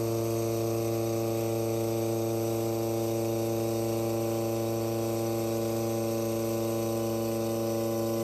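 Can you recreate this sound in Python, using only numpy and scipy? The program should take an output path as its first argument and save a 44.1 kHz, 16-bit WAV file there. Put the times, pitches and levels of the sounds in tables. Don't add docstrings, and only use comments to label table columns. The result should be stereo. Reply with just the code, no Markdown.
import sys
import numpy as np
from scipy import signal
from scipy.fft import rfft, irfft, next_fast_len
from scipy.io import wavfile
from scipy.ndimage import uniform_filter1d, map_coordinates

SR = 44100
rng = np.random.default_rng(int(sys.argv[2]) if len(sys.argv) > 2 else 0)


def persist_wave(psi):
    counts = np.round(np.clip(psi, -1, 1) * 32767).astype(np.int16)
    wavfile.write(sys.argv[1], SR, np.atleast_2d(counts).T)


N = 362943


def amp(db):
    return 10 ** (np.asarray(db) / 20)


def unit(x):
    return x / np.sqrt(np.mean(x ** 2) + 1e-20)


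def curve(rows, t):
    return np.interp(t, *np.transpose(rows))


def along(points, hz):
    freqs, values = np.transpose(points)
    return np.interp(np.log(hz + 1), np.log(freqs + 1), values)


def wobble(rate):
    coarse = np.arange(0, N + 64, 64)
    knots = rng.standard_normal(int(N * rate / SR) + 4)
    smooth = map_coordinates(knots, [coarse * rate / SR], mode="nearest")
    return np.interp(np.arange(N), coarse, smooth)


def filtered(x, response):
    size = next_fast_len(N + SR // 4)
    return irfft(rfft(x, size) * response(np.fft.rfftfreq(size, 1 / SR)), size)[..., :N]


def resonance(f, hz, width):
    return 1j * f * width / (hz * hz - f * f + 1j * f * width)


# frequency in Hz, likeness from 0 to 1.
PORT_LIKENESS = [(60, 1), (200, 0.3), (1000, 0), (2200, 0.72), (4500, 0.62), (6000, 0.52), (7000, 1),
                 (10000, 1)]

def diffuse_noise(colour):
    def response(hz):
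        spread = np.arccos(np.clip(along(PORT_LIKENESS, hz), -1, 1)) / 2
        return colour(hz) * np.array([np.cos(spread), np.sin(spread)])
    mid, side = filtered(rng.standard_normal((2, N)), response)
    return unit(np.array([mid + side, mid - side]))


# frequency in Hz, relative density in dB.
ROOM_TONE = [(20, -22), (33, -8), (55, -12), (130, -0.5), (270, -5), (400, 1.5), (650, 2.5), (900, -5.5),
             (1250, -5), (1650, -14), (3000, -34)]
# frequency in Hz, level in dB.
HALL_HUMS = [(49.5, -74.5), (65.5, -60), (120, -76), (182.5, -62.5)]

def hall(t, rush_db=-47.5):
    hums = 0
    for hz, db in HALL_HUMS:
        peak = np.sqrt(2) * amp(db + 1.9 * wobble(3))
        hums += peak * np.sin(2 * np.pi * hz * t + 0.46 * wobble(4.3))
    rush = amp(rush_db + .6 * wobble(13)) * diffuse_noise(lambda hz: amp(along(ROOM_TONE, hz)))
    return hums + rush


def whistle(hz, width, flutter_db):
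    flutter = amp(flutter_db * (0.26 * wobble(4.6) + 0.88 * wobble(28)))
    ring = diffuse_noise(lambda f: resonance(f, hz, width * np.sqrt(2)) ** 2)
    return unit(flutter * ring)


# start in seconds, hold in seconds, level in dB.
PIPE_SQUEALS = [(0.05, 0.5, -55), (1.5, .9, -58), (2.852, .5, -59), (3.9, 0.56, -64), (5.5, .75, -57)]

def pipe_squeal(t, hz=6438, width_hz=45, attack_s=0.09, fade_db_per_s=7):
    envelope = np.zeros(N)
    for start, hold, db in PIPE_SQUEALS:
        rise = np.clip((t - start) / attack_s, 0, 1)
        fade_db = fade_db_per_s * np.maximum(t - start - hold, 0)
        envelope = np.maximum(envelope, rise * amp(db - fade_db))
    return envelope * whistle(hz, width_hz, flutter_db=2)


def shimmer(x, depth_db, size=2048):
    bands = signal.stft(x, nperseg=size)[2]
    swell = uniform_filter1d(rng.standard_normal(bands.shape[1:]), size=2, axis=0)
    swell = uniform_filter1d(swell, size=70, axis=1)
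    return unit(signal.istft(bands * amp(depth_db * unit(swell)), nperseg=size)[1][:, :N])


# frequency in Hz, relative density in dB.
VALVE_HISS = [(900, -18), (1700, -12), (2400, 0.5), (3200, -6.5), (4000, -7.5), (5300, -2), (6200, -3),
              (7250, -5.5), (7800, -1.5), (8800, 3), (9600, -11.5), (11500, -2), (13500, -5), (15700, -9.5)]
# frequency in Hz, nominal width in Hz, level in dB before the boost, flutter in dB.
PIPE_RINGS = [(3680, 140, -65.5, 3), (3850, 40, -68, 3), (4530, 140, -62, 2), (4930, 160, -66, 2.5),
              (5560, 36, -63.5, 2), (5825, 36, -63.5, 2), (5910, 45, -58.5, 1.5), (5960, 320, -60.5, 1.5),
              (8350, 350, -59, 2.5), (11300, 200, -60, 2.5), (12030, 280, -61, 2.5), (12800, 200, -62, 2.5)]

def oil_flow(t, turns, hiss_db=-45, ring_boost_db=2.8, turn_db=0.34, stroke_db=0.4, spit_db=1.04):
    pulse_db = turn_db * np.cos(2 * np.pi * (turns - .2))
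    pulse_db += stroke_db * np.cos(2 * np.pi * len(STROKE_DB) * turns)
    hiss = shimmer(diffuse_noise(lambda hz: amp(along(VALVE_HISS, hz))), depth_db=3)
    hiss *= amp(hiss_db + 0.54 * wobble(5.5) + spit_db * wobble(120))
    rings = sum(amp(db + ring_boost_db) * whistle(hz, width, flutter_db)
                for hz, width, db, flutter_db in PIPE_RINGS)
    return (hiss + rings + pipe_squeal(t)) * amp(pulse_db)


# frequency in Hz, level of an order there in dB.
RATTLE_SPECTRUM = [(55, -68), (150, -63.5), (260, -65), (420, -61), (650, -63.5), (900, -70.5), (1220, -66),
                   (1400, -84.5), (1700, -93)]

def shaft_rattle(turns, shaft_hz, scatter_db=2, size=4096):
    orders = np.setdiff1d(np.arange(2, 60), [round(row[0]) for row in FRAME_ORDERS])
    angle = np.arange(size) / size
    levels_db = along(RATTLE_SPECTRUM, orders * shaft_hz) + scatter_db * rng.standard_normal(len(orders))
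    cycles = np.outer(orders, angle) + rng.random((len(orders), 1))
    one_turn = np.sqrt(2) * amp(levels_db) @ np.cos(2 * np.pi * cycles)
    return np.interp(turns % 1, angle, one_turn) * amp(1.6 * wobble(5.9))


STROKE_DB = [0, -.5, -4, -2.5]
# frequency in Hz, relative gain in dB.
HOUSING_RING = [(1300, -43), (1650, -31), (1830, -0.5), (2100, -8.5), (2450, 3), (2700, 2), (2900, -17),
                (3800, -5.5), (4500, -2.5), (6500, -32.5)]
# time in seconds, dB before the trim.
BUZZ_LEVEL = [(0, -57), (1, -54), (2.1, -58.5), (3.5, -56.5), (3.8, -55), (7.4, -54.5), (8.2, -57)]

def housing_buzz(t, turns, trim_db=-1, scatter_db=0.8, t60_s=0.02, stereo_width=0.19):
    per_turn = len(STROKE_DB)
    stroke = np.arange(int(turns[-1] * per_turn))
    at_sample = np.interp(stroke / per_turn, turns, np.arange(N))
    force = amp(np.take(STROKE_DB, stroke % per_turn) + scatter_db * rng.standard_normal(len(stroke)))
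    whole, part = at_sample.astype(int), at_sample % 1
    ticks = np.bincount(whole, force * (1 - part), N + 1) + np.bincount(whole + 1, force * part, N + 1)
    age = np.arange(SR // 20) / SR
    mid, side = rng.standard_normal((2, len(age))) * amp(-60 * age / t60_s)
    tail = np.array([mid + stereo_width * side, mid - stereo_width * side])
    rasp = signal.fftconvolve(ticks[None], tail, axes=1)[:, :N]
    buzz = unit(filtered(rasp, lambda hz: amp(along(HOUSING_RING, hz))))
    return amp(curve(BUZZ_LEVEL, t) + trim_db) * buzz


# shaft order,
# base level at half time in dB, drift in dB per second, left over right in dB.
FRAME_ORDERS = [(4, -37.4, -.28, 1), (8, -39.9, .65, .5), (12, -33.9, 0, 5.1), (16, -39.1, -.92, -1.4),
                (17, -46, .9, .5), (20, -37.4, .3, 0), (21, -46.4, -.5, -.6), (23, -54.3, .55, 9),
                (24, -47.4, -1.05, 1), (28, -46.2, .1, 5), (32, -55.8, -1.3, 0), (36, -53, .6, 3.5),
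                (40, -54.2, 0, 2), (43, -58.7, -.6, -3.7), (48, -62, .5, -3.5), (52, -64.3, 1.8, .5)]
# shaft order, change in dB for one more turn a second.
RESONANCE_FLANKS = [(4, 13), (12, 7), (16, -17), (20, -10), (28, 28)]
# time in seconds, centre in Hz.
NOTCH_PATH = [(0.2, 780), (1.4, 1010), (4, 1230), (7.5, 1370)]

def frame_drone(t, turns, speed, notch_db=-11.5, notch_half_width_hz=63, bending=2.7, skew=1.15):
    excess_speed = speed - speed.mean()
    flanks = {round(order): slope for order, slope in RESONANCE_FLANKS}
    notch_hz = curve(NOTCH_PATH, t)
    drone = np.zeros((2, N))
    for order, db, drift, pan_db in FRAME_ORDERS:
        hz = order * speed.mean()
        phase = np.pi - bending * np.sqrt(hz) - skew * (order % len(STROKE_DB))
        port_phase = np.array([[1], [-1]]) * min((hz / 1350) ** 2, 1) * rng.choice([-1, 1]) / 2
        level_db = db + drift * (t - t.mean()) + flanks.get(order, 0) * excess_speed
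        level_db += notch_db / (1 + ((hz - notch_hz) / notch_half_width_hz) ** 2)
        level_db += 0.27 * np.sqrt(order / len(STROKE_DB)) * wobble(2.484)
        pan = amp([[pan_db / 2], [-pan_db / 2]])
        tone = np.sqrt(2) * np.cos(2 * np.pi * order * turns + phase + port_phase)
        drone += amp(level_db) * pan * tone
    return drone * amp(0.1654 * wobble(30))


# time in seconds, speed in turns a second.
SHAFT_SPEED = [(0.2, 28.38), (1.6, 28.305), (5.1, 28.305), (5.32, 28.36), (5.57, 28.21), (5.8, 28.34),
               (6.1, 28.22), (8.2, 28.24)]

def scene():
    t = np.arange(N) / SR
    speed = curve(SHAFT_SPEED, t) + .012 * wobble(7)
    turns = np.cumsum(speed) / SR
    pump = frame_drone(t, turns, speed) + shaft_rattle(turns, speed.mean()) + housing_buzz(t, turns)
    return pump + oil_flow(t, turns) + hall(t)


# frequency in Hz, phase lead in radians.
PORT_LEAD = [(7200, 0), (8500, 1.5), (9200, 2.9), (10600, 3.4), (11300, 4.7), (12400, 6.1), (13400, 6.5),
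             (14300, 7.8), (15200, 8.2)]
TOP_HZ = 15400

def record(dry):
    def response(hz):
        return np.exp(.5j * np.outer([1, -1], along(PORT_LEAD, hz))) * (hz < TOP_HZ)
    return filtered(dry, response)


dry = scene()
out = record(dry)
persist_wave(out)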